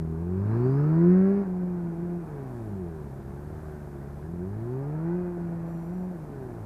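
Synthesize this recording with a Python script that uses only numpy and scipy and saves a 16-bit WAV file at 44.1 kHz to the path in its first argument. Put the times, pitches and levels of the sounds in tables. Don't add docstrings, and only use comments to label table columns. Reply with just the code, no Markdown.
import sys
import numpy as np
from scipy import signal
from scipy.fft import rfft, irfft
from scipy.io import wavfile
from scipy.ndimage import uniform_filter1d

SR = 44100
rng = np.random.default_rng(int(sys.argv[2]) if len(sys.argv) > 2 else 0)


def generate_wav(sig):
    pcm = np.round(np.clip(np.atleast_2d(sig).T, -1, 1) * 32767).astype(np.int16)
    wavfile.write(sys.argv[1], SR, pcm)


def volts_from_decibels(level):
    exponent = np.asarray(level, float) / 20
    return 10 ** exponent


N = 293265
T = np.arange(N) / SR


def evened(x):
    return x / np.sqrt(np.mean(x ** 2) + 1e-20)


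def read(points, hz):
    f, value = np.transpose(points)
    return np.interp(np.log(hz + 1), np.log(f + 1), value)


def played(rows):
    s, *columns = np.transpose(rows)
    return [uniform_filter1d(np.interp(T, s, c), size=500, mode="nearest") for c in columns]


def noise(points):
    z = rfft(rng.standard_normal(N))
    gain = volts_from_decibels(read(points, np.fft.rfftfreq(N, 1 / SR)))
    return evened(irfft(z * gain, N))


def drift(hz):
    b, a = signal.butter(2, hz, fs=SR / 64)
    coarse = signal.lfilter(b, a, rng.standard_normal(N // 64 + 2))
    return evened(np.interp(np.arange(N) / 64, np.arange(len(coarse)), coarse))


def band_rms(x, lo, hi):
    sos = signal.butter(4, [lo, hi], "band", fs=SR, output="sos")
    return np.std(signal.sosfilt(sos, x))


# (frequency [Hz], gain [dB])
PIPE = [(40, -12), (100, -11.5), (180, -4), (250, -15.5), (300, -15.5), (365, -3), (420, -10), (490, -26),
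        (600, -22), (700, -22), (850, -26.5), (1100, -37), (1700, -38.5), (2800, -54)]


def pipe_phase(hz):
    grid = np.abs(np.fft.fftfreq(8192, 1 / SR))
    lag = -signal.hilbert(np.log(volts_from_decibels(read(PIPE, grid)))).imag
    return np.interp(hz, grid[:4096], lag[:4096])


def stack(rate, levels):
    turns = 2 * np.pi * np.cumsum(rate) / SR
    total = 0
    for k, gain in levels:
        smear = 0.25 * max(k - 5, 0) ** 2
        phase = k * turns + pipe_phase(k * rate) + np.pi / 2 - smear
        total = total + np.sqrt(2) * gain * np.cos(phase)
    return total


# (time [s], firing rate [Hz])
SPEED = [(0, 80.4), (.16, 80.34), (.41, 98.05), (.59, 119.6), (1.13, 183.4), (1.33, 198.6), (1.92, 167.1),
         (2.18, 162.7), (2.85, 86.4), (3.1, 67.35), (4.02, 69.14), (4.2, 72.64), (4.4, 87.2), (4.83, 140),
         (5.17, 179.6), (5.55, 167.6), (6.12, 166.4), (6.65, 102.4)]
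# (time [s], added rate [Hz])
RELEASE = [
    (1.33, 0),
    (1.4, 6),
    (1.445, 0.5),
    (1.48, -8),
    (1.7, 0),
]
# (start [s], rise [s], hold [s], fall [s], added rate
# [Hz])
BLIPS = [
    (1.951, 0.0999, 0.15, 0.07954, 10.1),
    (3.281, .26, .08, .38, 8.8),
    (4.236, .05, 0.0499, 0.0873, 4.07),
    (5.857, 0.0936, 0.15, 0.1008, 16),
]


def revs():
    blips = [np.interp(T, np.cumsum(row[:4]), [0, 1, 1, 0]) for row in BLIPS]
    added = sum(blip * row[-1] for blip, row in zip(blips, BLIPS))
    return played(SPEED)[0] + played(RELEASE)[0] + added, sum(blips)


# (frequency [Hz], width [Hz], gain [dB])
MUFFLER = [(72, 30, -14.5), (103.6, 24.8, -2), (140, 110, -1), (184.2, 37.7, 2.5), (214, 91, -11),
           (247, 98, -3), (277, 56, -13.5), (350.3, 46, 2), (393, 25, -2)]


def muffler_db(hz):
    power = sum(volts_from_decibels(2 * db) / (1 + (2 * (hz - f) / width) ** 2) ** 2 for f, width, db in MUFFLER)
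    return 10 * np.log10(power)


# (time [s], strength [0-1], extra path [ms])
GROUND = [(0, 0.25, 0.84), (.4, 0.66, 0.74), (.9, 0.56, 0.69), (1.25, 0.61, 0.52), (1.5, 0, 0.37),
          (4.5, 0.09, 0.35), (6.65, 0.21, 0.32)]


def ground(x):
    strength, path_ms = played(GROUND)
    dull = uniform_filter1d(x, size=15)
    return x + np.clip(strength, 0, 1) * np.interp(T - path_ms / 1000, T, dull)


def low_orders(rate, first_db, second_db, ragged):
    levels = [(1, volts_from_decibels(first_db)), (2, volts_from_decibels(second_db))]
    uneven_db = -22.5 + 4 * ragged
    for k in [i / 4 for i in range(2, 13) if i % 4]:
        kind_db = -9.5 * (2 * k % 1 > 0) + 4 * (k in (1.5, 2.5))
        fade_db = np.maximum(k * rate - 400, 0) / 10
        levels.append((k, volts_from_decibels(first_db + uneven_db + read(PIPE, k * rate) / 2 + kind_db - fade_db)))
    return stack(rate, levels)


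PULSE_DB = [8.5, 6, 5, 4.5, 6.5, 0.5, 2.5, 0, -5, -3, -5, 2.5]


def upper_orders(rate, roar_db, throttle, facing, clean):
    bark_db = roar_db + 0.5 + 7 * throttle + 7 * facing + 4.5 * np.log2(rate / 100)
    levels = []
    for k, db in enumerate(PULSE_DB, start=3):
        rasp_db = 4 * clean * (k > 5)
        levels.append((k, volts_from_decibels(bark_db + db + rasp_db + read(PIPE, k * rate) + 2.8 * drift(5.4))))
        half = k + 0.5
        levels.append((half, volts_from_decibels(bark_db - 7 + read(PIPE, half * rate) + 4 * drift(5))))
    return ground(stack(rate, levels))


# (frequency [Hz], density [dB per Hz])
ROAR = [(300, -13.5), (480, -0.5), (700, 1.5), (1000, -3.5), (1400, -14), (1800, -19), (2400, -21.5),
        (2900, -34), (3300, -46.5), (4500, -110)]
# (frequency [Hz], density [dB per Hz])
RUMBLE = [(25, -31.5), (60, -23), (110, -6.5), (170, 8), (250, -1.5), (360, 5), (450, -14.5), (800, -29.5),
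          (1500, -110)]
# (frequency [Hz], density [dB per Hz])
CLATTER = [(900, -38.5), (1250, -6.5), (1500, 2), (1850, -6.5), (2300, -31), (3500, -90)]


def roar_noise(rate, turns, ragged, clean):
    gate = 1 + 0.3 * np.cos(2 * np.pi * turns)
    flow = ground(noise(ROAR) * gate) * volts_from_decibels(-2 * clean)
    rumble_db = np.minimum(-5.5 + 16 * ragged, 7)
    clatter_db = -14 - np.log2(rate / 100) + 2 * drift(10)
    return flow + volts_from_decibels(rumble_db) * noise(RUMBLE) + volts_from_decibels(clatter_db) * noise(CLATTER) * gate


def muffled_db(hz):
    return 14 * np.log2(np.maximum(hz / 1350, 1))


CHAIN_ORDERS = [5.67, 8.5, 11.33]
CHAIN_DB = [-14, -14, -19]


def chain_whine(rate, throttle, ragged):
    wavering = rate * (1 + 0.004 * drift(30))
    load_db = 3 * throttle - 7 * ragged
    levels = [(k, volts_from_decibels(db + load_db - muffled_db(k * rate) + 3 * drift(9)))
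              for k, db in zip(CHAIN_ORDERS, CHAIN_DB)]
    return stack(wavering, levels)


def port_ring(rate):
    mesh, mesh_db = 36, -33 + 1.5
    fade_db = -25 * np.maximum(mesh * rate - 5100, 0) / 1000
    gear = stack(rate * (1 + 0.008 * drift(60)), [(mesh, volts_from_decibels(mesh_db + fade_db + 2.5 * drift(12)))])
    port_hz, width_hz, port_db = 4550, 1800, -31 + 12
    port = signal.iirpeak(port_hz, port_hz / width_hz, fs=SR)
    excitation = gear + volts_from_decibels(port_db) * rng.standard_normal(N)
    return signal.lfilter(*port, signal.lfilter(*port, excitation))


# (time [s], roar [dB], throttle [0-1], tailpipe facing microphone [0-1], raggedness [0-1])
RIDE = [(0, -53.5, 0.87, 0.99, 0.4), (.3, -50.5, 0.79, 0.24, 0.3), (.55, -43.5, 0.65, 0.22, 0.5),
        (1.1, -42.5, 0.86, 0.51, 0.08), (1.4, -45, 0.73, 0.68, 0.4), (1.5, -50.5, .6, 0, 0.49),
        (2.18, -51.5, 0.47, 0.15, 0.99), (2.28, -49.5, 0.01, 0.38, 0.72), (2.75, -51.5, 0.38, 0.56, 0.66),
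        (3.1, -52.5, 0.31, 0.56, 0.23), (4.22, -52, 0.35, 0.2, 0.49), (4.29, -55, 0.54, 1, 0.9),
        (4.6, -51.5, 0.53, 0.05, 0.33), (5.1, -46.5, 0.46, 0.63, 0.07), (5.35, -50.5, 0.14, 0.96, 0.3),
        (5.42, -49, 0.39, 0.01, 0.39), (6.12, -51.5, 0.34, 0, 0.6), (6.3, -51.5, 0.05, 0.16, 0.87)]


def engine():
    rate, blip = revs()
    roar_db, throttle, facing, ragged = played(RIDE)
    turns = np.cumsum(rate) / SR
    clean = np.clip(1 - 2 * ragged, 0, 1)
    cut_s, cut_half_s, cut_db = 1.452, 0.032, -6
    dip_db = cut_db * np.exp(-((T - cut_s) / cut_half_s) ** 2)
    blow_db = roar_db + 9.5 + 15 * throttle + 0.5 * blip + dip_db
    first_db = blow_db + muffler_db(rate)
    second_db = blow_db - 8 + 8.5 * facing + muffler_db(2 * rate)
    exhaust = low_orders(rate, first_db, second_db, ragged)
    exhaust = exhaust + upper_orders(rate, roar_db, throttle, facing, clean)
    strength = np.interp(turns, np.arange(1200), rng.standard_normal(1200))
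    strength = uniform_filter1d(strength, size=60)
    misfire = 0.012 + (0.17 - 0.012) * np.clip(ragged, 0, 1)
    exhaust = exhaust * (1 + misfire * strength)
    close = volts_from_decibels(np.minimum(0.8 * (first_db + 26), 0))
    mechanical = chain_whine(rate, throttle, ragged) + close * port_ring(rate)
    return exhaust + volts_from_decibels(roar_db) * (roar_noise(rate, turns, ragged, clean) + mechanical)


# (time [s], firing rate [Hz], level [dB])
SECOND = [
    (5.2, 82, -57),
    (5.3, 89.8, -53),
    (5.4, 97.76, -48.5),
    (5.55, 111, -56),
    (5.66, 117.8, -61),
]


def second_bike():
    rate, db = played(SECOND)
    start, end = SECOND[0][0], SECOND[-1][0]
    on = np.interp(T, [start - 0.05, start, end, end + 0.068], [0, 1, 1, 0])
    levels = [(k, volts_from_decibels(db - 3 * (k - 1) + read(PIPE, k * rate) * (k > 1))) for k in range(1, 6)]
    return on * stack(rate, levels)


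# (time [s], level [dB])
KNOCKS = [
    (1.469, -38),
    (5.375, -39),
    (5.487, -43),
]
# (frequency [Hz], level [dB], t60 [s])
KNOCK_MODES = [(114, 2.5, 0.011), (232, -4, 0.014), (298, 6, 0.056), (404, 6.5, .1)]


def knocks():
    t, blows = T[:8000], np.zeros(N)
    ring = sum(volts_from_decibels(db - 60 * t / t60) * np.sin(2 * np.pi * hz * t) for hz, db, t60 in KNOCK_MODES)
    for s, db in KNOCKS:
        blows[round(s * SR)] = volts_from_decibels(db)
    return signal.oaconvolve(blows, ring * np.minimum(t / 0.0049, 1))[:N]


# (frequency [Hz], level [dB])
IDLER = [(48, -52.5), (72, -57), (96, -59)]


def idler():
    waver = np.cumsum(1 + 0.01 * drift(1.4)) / SR
    return sum(np.sqrt(2) * volts_from_decibels(db + drift(5.4)) * np.cos(2 * np.pi * hz * waver) for hz, db in IDLER)


# (frequency [Hz], density [dB per Hz])
LOT = [(15, -10), (30, -7.5), (45, -5.5), (100, 8.5), (200, 6), (400, -13), (800, -12), (1700, -17.5),
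       (3000, -52), (4500, -110)]


def far_traffic():
    return volts_from_decibels(-47.5 + 1.5 * drift(1)) * noise(LOT)


def ducked_db(x):
    loud_db = 10 * np.log10(abs(uniform_filter1d(x ** 2, size=round(0.13 * SR))) + 1e-12)
    return np.clip(0.27 * (loud_db + 37.5), 0, 2.5)


# (frequency [Hz], density [dB per Hz])
HISS = [(200, -12.5), (3000, -1.5), (6000, -2.5), (9000, -2), (13000, -2.5), (14000, -3), (14500, -10.5),
        (15000, -34.5), (15300, -70)]
# (middle [s], half length [s], level [dB])
GUSTS = [(.62, .15, 1.5), (1.697, 0.16, -0.2), (2.62, 0.16, 1.5), (3.65, 0.18, 1), (4.662, 0.12, 1)]


def preamp_hiss(dry):
    hiss = noise(HISS)
    swell_db = sum(db * np.exp(-((T - s) / half) ** 4) for s, half, db in GUSTS)
    return hiss * volts_from_decibels(-73.5 + swell_db - ducked_db(dry[0])) / band_rms(hiss, 8500, 13100)


# (harmonic, level [dB])
BUZZ = [(3, -87), (4, -82), (5, -80), (6, -95), (7, -86), (8, -85), (9, -80), (10, -97)]


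def buzz():
    pulse_hz = 1447.2 * (1 + 0.0012 * drift(40))
    turns = 2 * np.pi * np.cumsum(pulse_hz) / SR
    on = (T > 5.665) & (T < 6.06) & (abs(T - 5.92) > 0.012)
    lines = sum(np.sqrt(2) * volts_from_decibels(db) * np.cos(k * turns) for k, db in BUZZ)
    return on * volts_from_decibels(drift(20)) * lines


def scene():
    bike = engine()
    lot = far_traffic() / volts_from_decibels(1.2 * ducked_db(bike))
    return (bike + second_bike() + knocks() + idler() + lot)[None]


def low_pass(x):
    return signal.sosfilt(signal.butter(12, 15000, fs=SR, output="sos"), x)


def record(dry):
    mix = dry + preamp_hiss(dry) + buzz()
    return low_pass(mix)


dry = scene()
out = record(dry)
generate_wav(out)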